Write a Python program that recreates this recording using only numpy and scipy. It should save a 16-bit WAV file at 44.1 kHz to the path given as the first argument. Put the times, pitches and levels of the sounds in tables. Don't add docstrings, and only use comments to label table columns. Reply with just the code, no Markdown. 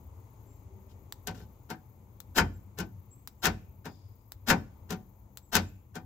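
import sys
import numpy as np
from scipy import signal
from scipy.fft import rfft, irfft
from scipy.io import wavfile

SR = 44100
rng = np.random.default_rng(int(sys.argv[2]) if len(sys.argv) > 2 else 0)


def store_wav(level_fs):
    pcm = np.round(np.clip(np.atleast_2d(level_fs), -1, 1) * 32767)
    wavfile.write(sys.argv[1], SR, pcm.T.astype(np.int16))


def nominal_scale(level):
    x = np.asarray(level, float) / 20
    return 10 ** x


N = 266893

# [t/s, strength/dB]
LOCK_BLOWS = [
    (2.385, 0.5),
    (4.502, 0),
]
UNLOCK_BLOWS = [
    (3.455, 0.3),
    (5.553, 0.52),
]
LOCK_RETURN_BLOWS = [
    (2.787, 0.081),
    (4.906, 0.51),
]
UNLOCK_RETURN_BLOWS = [
    (1.702, 1.5),
    (3.856, 1.56),
    (5.955, 0.18),
]
STALL_BLOWS = [
    (1.272, -.6),
]
# panel thump/dB, brightness/dB, door sway of the blows/dB
LOCK_RUN, LOCK_COLOUR = (-.0405, .0005, -39, -20), (1, 3, 7)
UNLOCK_RUN, UNLOCK_COLOUR = (-.0375, .002, -37, -25.5), (.5, 4.5, 4)
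LOCK_RETURN_RUN, LOCK_RETURN_COLOUR = (-.018, .018, -44, -38.5), (5, 1, 0)
UNLOCK_RETURN_RUN, UNLOCK_RETURN_COLOUR = (-.015, .008, -47, -40), (1, -1.5, -3)
STALL_RUN, STALL_COLOUR = (-.006, .0005, -29, -31.5), (4, 4, 15)
# [t/s from the main blow, level/dB, panel thump/dB, latch ring/dB, brightness/dB]
LOCK_HITS = [
    (-.0055, -36.5, 6, 3, -3.5),
    (0, -21.5, -4.5, 9, 0.5),
    (.01, -29.5, -3.5, 1.5, -6),
    (.014, -21, 2, -0.5, -13.5),
    (.025, -28, -2, -3, -12),
]
UNLOCK_HITS = [
    (0, -25, -16, 7.56, 8.5),
    (0.0126, -22.5, 2, 3.3, 1),
    (.022, -37, 3, 6.1, -14),
    (.033, -43, 5, 0.076, 0),
]
LOCK_RETURN_HITS = [
    (0, -35.5, 7, -5.5, 3),
    (.005, -38, 3, -18, -13.5),
    (.016, -47, 12, -6, 7.5),
    (.022, -41.5, 5, 1, -1),
    (.037, -50, -13, 3, -18),
]
UNLOCK_RETURN_HITS = [
    (0, -39.5, 2.7, -15, -1),
    (.007, -42.5, 4.2, 2, -15),
    (0.0134, -45, 3, -13, -19),
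]
STALL_HITS = [
    (0, -48, 3.3, 5, 21),
    (0.012, -35, 5.1, -1, -15),
    (.04, -43.5, 6.4, -7, -11),
    (0.075, -50, 6.3, -3, -8),
    (.104, -56, 13, 2, -10),
    (.132, -52.5, 12, -2, -9),
]
STROKE_KINDS = [(LOCK_BLOWS, LOCK_RUN, LOCK_COLOUR, LOCK_HITS),
                (UNLOCK_BLOWS, UNLOCK_RUN, UNLOCK_COLOUR, UNLOCK_HITS),
                (LOCK_RETURN_BLOWS, LOCK_RETURN_RUN, LOCK_RETURN_COLOUR, LOCK_RETURN_HITS),
                (UNLOCK_RETURN_BLOWS, UNLOCK_RETURN_RUN, UNLOCK_RETURN_COLOUR, UNLOCK_RETURN_HITS),
                (STALL_BLOWS, STALL_RUN, STALL_COLOUR, STALL_HITS)]
# [start t/s, end t/s, start level/dB,
# end level/dB, brightness/dB]
LOOSE_RATTLES = [
    (0.878, 0.914, -79, -74, 12.5),
    (1.334, 1.438, -59.5, -69, 7.5),
]
RUB_THUMP_DB, TOUCH_SPREAD_DB = -16, 1.5
SETTLE_DB_PER_S, BRIGHT_SETTLE_DB_PER_S = 880, 1151
# [f/Hz, level/dB per Hz]
DOOR_SPECTRUM = [(36, -44.5), (60, -7.5), (120, -4), (230, -3), (420, -9.5), (600, -11), (900, -7.5),
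                 (1500, -15), (2200, -15), (6500, -24), (9000, -34.5), (13500, -30), (15850, -34.5),
                 (16250, -61.5)]
# [f/Hz, T60/s]
DOOR_DECAY = [(50, 0.18), (120, 0.49), (300, 0.28), (800, 0.17), (2000, 0.12), (6000, 0.1), (15000, 0.016)]
# [f/Hz, level/dB, T60/s]
PANEL_MODES = [(54.93, -16, 0.51), (91, -14, 0.47), (126, -19.5, 0.38), (164.8, -8.5, 0.15),
               (202, -21, .12), (271.7, -15.5, 0.2), (367, -14.5, 0.14), (421, -10.5, 0.074),
               (510, -22, 0.022), (714, -21.5, 0.041), (749, -13, 0.21), (917.4, -5.5, 0.057),
               (1045, -26, 0.15), (1280, -20, 0.05), (1406, -8.5, 0.078), (1530, -5, 0.079),
               (1710, -16, 0.077), (1771, -21.5, 0.026), (2420, -27.5, 0.087), (2496, -20, .1)]
# [f/Hz, left over right/dB]
DOOR_BALANCE = [(60, -0.5), (120, 0.5), (240, 3), (480, 3.5), (950, 5.5), (1890, 5.5), (3770, 5.5),
                (7520, 13.5), (15000, 12)]
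# [f/Hz, left-right likeness/1]
DOOR_LIKENESS = [(60, 0.92), (250, 1), (1000, 0.29), (2500, 0.064), (6000, 0.3), (15000, 0.092)]
DOOR_TOP_HZ = 16250
# [t/s, level/dB, rebound/dB, tail/dB, pan/dB]
SWITCH_TICKS = [
    (1.1239, -29, -16.5, -7, 1),
    (2.203, -32.5, -3, -6, 7),
    (3.2745, -32, -16, -2, 3.5),
    (4.32, -32.5, -13.5, -4, 2),
    (5.3727, -35, -4, 2, 6.5),
]
# [f/Hz, level/dB per Hz]
TICK_SPECTRUM = [(410, -43), (700, -5), (1900, -7), (2660, -11), (3250, -10), (3810, -2.5), (5040, -7),
                 (6850, -10), (7620, -1), (8590, -18), (9560, -21.5), (10100, -9), (11200, -11.5),
                 (15300, -2.5), (17000, -7)]
# [t/s, f/Hz, level/dB, T60/s]
SPRING_TWANGS = [
    (3.456, 2503, -53.5, 0.56),
    (3.855, 3600, -68.5, 0.8),
    (3.858, 4740, -66, 0.82),
    (3.856, 5020, -66, 1.1),
    (3.859, 6820, -69.5, 0.78),
    (5.554, 2570, -56, 0.61),
    (1.703, 1530, -41, 0.18),
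]
TWANG_WIDTH_HZ = 130
YARD_T60_S, YARD_DB = 0.34, -22.5
# [t/s, level/dB]
ROAD_LEVEL = [(0.0, -52.5), (0.3, -52), (1.45, -52), (1.92, -55), (2.49, -52.5), (3.22, -55), (3.54, -53.5),
              (4.31, -55.5), (4.73, -50.5), (4.99, -50), (5.09, -54), (6.05, -56.5)]
# [f/Hz, level/dB per Hz]
RUMBLE_SPECTRUM = [(15, -64.5), (25, -24), (39, -10.5), (59, -3.5), (76, -2.5), (92, 3), (125, -4.5),
                   (156, -23.5), (198, -12), (250, -28.5), (320, -50.5), (550, -120)]
# [f/Hz, level/dB per Hz]
TRAFFIC_SPECTRUM = [(88, -45), (150, -3.5), (220, -9.5), (255, -1), (349, -4), (753, -11.5), (872, -5),
                    (1190, -15), (1630, -27.5), (2220, -20.5), (2670, -26.5), (5760, -33.5), (6550, -24.5),
                    (9110, -40), (12000, -29), (15600, -54.5), (22000, -120)]
TRAFFIC_UNDER_DB, TRAFFIC_FOLLOWS, TRAFFIC_FADE_DB_PER_S = -10, 0.69, -0.59
# [t/s, f/Hz, level/dB]
WHINE_TRACK = [
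    (0, 467, -85),
    (.15, 460, -68),
    (.4, 412, -73.5),
    (0.749, 385, -63.5),
    (1.1, 394.4, -74.5),
    (1.6, 380, -90),
    (6.05, 370, -110),
]
# [f/Hz, left over right/dB]
AIR_BALANCE = [(60, 2.5), (130, 4.5), (290, 10), (640, 5.0), (1410, 8.5), (3100, -2), (6820, 13),
               (15000, 7.5)]
# [f/Hz, left-right likeness/1]
AIR_LIKENESS = [(60, 0.98), (180, 0.99), (550, 1), (1650, -0.46), (4970, 0.39), (15000, 0.04)]
# [f/Hz, level/dB per Hz]
CHORUS_SPECTRUM = [(9000, -40), (10500, -10.5), (12500, 1), (14000, -0.5), (15700, 4.5), (15950, -39),
                   (16500, -70.5)]
# [t/s, length/s]
SINGER_PAUSES = [(0.122, .06), (0.696, 0.091), (1.324, 0.059), (2.037, 0.11), (2.714, .09), (3.557, .06),
                 (4.02, 0.11), (4.679, .06), (5.278, .09), (5.884, 0.18)]
TRILL_HZ, STROKE_HZ, STROKE_BEND_HZ = 30.2, 13950, 450
SINGER_DB, PAUSE_DB, CHORUS_DB = -69.5, -10, -80.5
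# [t/s, length/s, start f/Hz, top f/Hz, level/dB]
BIRD_CHIPS = [
    (0.461, 0.064, 6930, 7400, -72),
    (.498, 0.072, 7300, 7550, -72),
    (2.53, 0.045, 6900, 7600, -72),
    (3.104, 0.044, 7100, 7700, -58),
    (3.388, 0.025, 6900, 7500, -71),
    (5.42, 0.047, 7080, 7750, -69.5),
    (5.462, 0.035, 6800, 7250, -73.5),
    (5.489, 0.02, 7500, 7750, -75),
    (5.662, 0.032, 6900, 7250, -63),
]
CUTOFF_HZ = 17400


def lever():
    drive = np.zeros((5, N))
    for blows, run, colour, touches in STROKE_KINDS:
        for s, strength_db in blows:
            for later, level_db, thump_db, ring_db, bright_db in touches:
                parts_db = np.array([colour[2], thump_db, 0, ring_db, bright_db])
                parts_db = parts_db + TOUCH_SPREAD_DB * rng.standard_normal(5)
                drive[:, round((s + later) * SR)] = nominal_scale(strength_db + level_db + 24.0 + parts_db)
    return through_door(drive)


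def gears():
    sizes = nominal_scale(3.6 * np.minimum(rng.exponential(1, N), 4)) * rng.choice([-1, 1], N)
    teeth = rms_one(sizes * (rng.random(N) < 3000 / SR))
    runs = []
    for blows, run, colour, touches in STROKE_KINDS:
        for s, db in blows:
            runs.append((s + run[0], s + run[1], db + run[2], db + run[3], *colour[:2]))
    for rub in LOOSE_RATTLES:
        runs.append((*rub[:4], RUB_THUMP_DB, rub[4]))
    drive, t = np.zeros((5, N + SR)), np.arange(SR // 4) / SR
    settle = np.array([[SETTLE_DB_PER_S]] * 4 + [[BRIGHT_SETTLE_DB_PER_S]])
    for start, end, start_db, end_db, thump_db, bright_db in runs:
        effort_db = np.interp(t, [0, end - start], [start_db, end_db])
        effort_db = effort_db - settle * np.maximum(t + start - end, 0)
        spin_up = np.clip(t / 0.016, 0, 1)
        colour = nominal_scale([[thump_db - 1.5], [thump_db], [0], [0], [bright_db]])
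        drive[:, round(start * SR):][:, :len(t)] += spin_up * nominal_scale(effort_db) * colour
    return through_door(drive[:, :N] * teeth)


def through_door(drive):
    sound = sum(convolve(part, response) for part, response in zip(drive, door_response()))
    return signal.sosfilt(signal.cheby2(14, 50, DOOR_TOP_HZ, fs=SR, output="sos"), sound)


def door_response():
    t = np.arange(SR * 3 // 4) / SR
    parts = np.zeros((5, 2, len(t)))
    edges_hz = [135, 450, 1150, 2400]
    for hz, noise in bands(SR, DOOR_SPECTRUM, DOOR_LIKENESS, DOOR_BALANCE):
        t60 = at_hz(DOOR_DECAY, hz)
        dying = nominal_scale(-60 * t / t60) * (1 - np.exp(-t * hz / 0.9)) / np.sqrt(t60)
        dying *= 1 + nominal_scale(1.5 - 60 * t / .02) * (hz > edges_hz[1])
        parts[np.searchsorted(edges_hz, hz)] += noise[:, :len(t)] * dying
    parts /= np.sqrt(np.sum(parts.sum(0) ** 2) / 2)
    for hz, level_db, t60 in PANEL_MODES:
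        build_up = 1 - np.exp(-t * hz ** 2 / 83.0)
        mode = np.sin(2 * np.pi * hz * t) * nominal_scale(-60 * t / t60) * build_up
        sides = nominal_scale(level_db - 25.5 + at_hz(DOOR_BALANCE, hz) * np.array([[.5], [-.5]]))
        parts[np.searchsorted(edges_hz, hz)] += sides * mode
    return parts


def switch():
    out, t = np.zeros((2, N + 4096)), np.arange(4096) / SR
    freq = np.maximum(np.arange(2049) * SR / 4096, 1)
    cepstrum = irfft(np.log(nominal_scale(at_hz(TICK_SPECTRUM, freq))))
    cepstrum[1:2048] *= 2
    cepstrum[2049:] = 0
    snap = irfft(np.exp(rfft(cepstrum)))
    snap /= np.abs(snap).max()
    for s, level_db, rebound_db, tail_db, pan_db in SWITCH_TICKS:
        pan = [(100, pan_db), (9000, pan_db)]
        rattle = rms_one(sum(n for hz, n in bands(4096, TICK_SPECTRUM, DOOR_LIKENESS, pan)))
        rattle *= nominal_scale(-1.5 - 60 * t / 0.007) + nominal_scale(tail_db - 12 - 60 * t / 0.07)
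        rebound = nominal_scale(rebound_db) * np.roll(snap, round(SR / 357))
        snaps = (snap + rebound) * nominal_scale([[pan_db / 2], [-pan_db / 2]])
        start = round(s * SR)
        out[:, start:start + 4096] += nominal_scale(level_db + 0.8) * (snaps + rattle)
    return out[:, :N]


def spring():
    out, t = np.zeros((2, N + SR)), np.arange(SR) / SR
    smooth = signal.butter(1, TWANG_WIDTH_HZ, fs=SR, output="sos")
    for s, hz, level_db, t60 in SPRING_TWANGS:
        tremble = rms_one(signal.sosfilt(smooth, rng.standard_normal((2, SR))))
        ring = tremble * np.sin(2 * np.pi * hz * t) * nominal_scale(level_db - 60 * t / t60)
        start = round(s * SR)
        out[:, start:start + SR] += ring * nominal_scale([[3], [-3]])
    return out[:, :N]


def yard(x):
    t = np.arange(SR // 2) / SR
    tail = rng.standard_normal((2, len(t))) * nominal_scale(-60 * t / YARD_T60_S) * (t > .008)
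    tail = signal.lfilter([1], [1, -.3], tail)
    return convolve(x.mean(0), nominal_scale(YARD_DB) * tail / np.sqrt(np.sum(tail ** 2) / 2))


def insect():
    phase = 2 * np.pi * np.cumsum(TRILL_HZ * (1 + .02 * drift(3))) / SR
    stroke = np.clip(.5 * np.sin(phase) + .75, 0, 1) * nominal_scale(2 * drift(12))
    pitch_hz = STROKE_HZ + STROKE_BEND_HZ * np.sin(phase) + 150 * drift(8)
    rough = signal.sosfilt(signal.butter(2, 700, fs=SR, output="sos"), rng.standard_normal((2, N)))
    whistle = rms_one(rough) * np.sin(2 * np.pi * np.cumsum(pitch_hz) / SR) * nominal_scale([[4.5], [-4.5]])
    t = np.arange(N) / SR
    rest = sum(np.exp(-(2 * (t - s) / length) ** 4) for s, length in SINGER_PAUSES)
    singer = nominal_scale(SINGER_DB + PAUSE_DB * rest) * stroke * whistle
    return singer + nominal_scale(CHORUS_DB) * wash(CHORUS_SPECTRUM, patchy_db=1.4)


def birds():
    out, t = np.zeros(N + SR), np.arange(SR // 8) / SR
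    for s, length, start_hz, top_hz, level_db in BIRD_CHIPS:
        pitch_hz = top_hz + (start_hz - top_hz) * np.exp(-t / .006) - 900 * t
        shape = np.clip(t / .01, 0, 1) ** 2 * np.clip((length - t) / 0.006, 0, 1)
        chip = nominal_scale(level_db) * shape * np.sin(2 * np.pi * np.cumsum(pitch_hz) / SR)
        out[round(s * SR):][:len(t)] += chip
    t = np.arange(SR // 2) / SR
    echoes = rng.standard_normal((2, len(t))) * nominal_scale(-37 - 60 * t / .6)
    return out[:N] * nominal_scale([[2], [-4]]) + convolve(out[:N], echoes)


def whine():
    s, hz, level_db = np.transpose(WHINE_TRACK)
    t = np.arange(N) / SR
    pitch_hz = np.interp(t, s, hz) + 2.7 * drift(8.1)
    level = nominal_scale(np.interp(t, s, level_db) + 4.0 * drift(7))
    return level * np.sin(2 * np.pi * np.cumsum(pitch_hz) / SR) * nominal_scale([[3], [-3]])


def traffic():
    t = np.arange(N) / SR
    road_db = np.interp(t, *np.transpose(ROAD_LEVEL))
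    mean_db = road_db.mean()
    wash_db = mean_db + TRAFFIC_UNDER_DB + TRAFFIC_FOLLOWS * (road_db - mean_db) + TRAFFIC_FADE_DB_PER_S * t
    rumble = nominal_scale(road_db + 1.58) * wash(RUMBLE_SPECTRUM, patchy_db=2.57)
    return rumble + nominal_scale(wash_db) * wash(TRAFFIC_SPECTRUM, patchy_db=0.9)


def wash(spectrum, patchy_db):
    noises = bands(2 ** 12 * 66, spectrum, AIR_LIKENESS, AIR_BALANCE)
    out = sum(n[:, :N] * nominal_scale(patchy_db * drift(2.8)) for hz, n in noises)
    return out / np.sqrt(np.mean(out.mean(0) ** 2))


def bands(size, spectrum, alike, pan):
    white = rfft(rng.standard_normal((2, size)))
    freq = np.maximum(np.arange(white.shape[1]) * SR / size, 1)
    like = np.clip(at_hz(alike, freq), 0, 1)
    mid = np.sqrt(1 + like) * white[0]
    side = np.sqrt(1 - like) * white[1]
    pair = (mid + side * [[1], [-1]]) * nominal_scale(at_hz(pan, freq) * [[.5], [-.5]])
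    pair = pair * nominal_scale(at_hz(spectrum, freq))
    for hz in 25 * 2 ** np.arange(0, 9.6, .5):
        share = np.cos(np.pi / 2 * np.clip(2 * np.log2(freq / hz), -1, 1)) ** 2
        if spectrum[0][0] <= hz * 1.4 and hz <= spectrum[-1][0] * 1.4:
            yield hz, irfft(pair * share, size)


def drift(rate_hz):
    r = np.exp(-80 * np.pi * rate_hz / SR)
    slow = signal.lfilter([1], [1, -2 * r, r * r], rng.standard_normal(N // 40 + 2002))[2000:]
    return np.interp(np.arange(N) / 40, np.arange(len(slow)), rms_one(slow))


def at_hz(points, hz):
    return np.interp(np.log(hz), np.log(np.array(points)[:, 0]), np.array(points)[:, 1])


def rms_one(x):
    return x / np.sqrt(np.mean(x ** 2) + 1e-20)


def convolve(x, response):
    return signal.fftconvolve(np.atleast_2d(x), response, axes=1)[:, :N]


def scene():
    near = lever() + gears() + switch() + spring()
    return near + yard(near) + insect() + birds() + whine() + traffic()


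def top_cut(x):
    return signal.sosfilt(signal.butter(12, 17120, fs=SR, output="sos"), x)


def record(dry):
    mix = signal.sosfilt(signal.cheby2(12, 70, CUTOFF_HZ, fs=SR, output="sos"), dry)
    return top_cut(mix)


dry = scene()
out = record(dry)
store_wav(out)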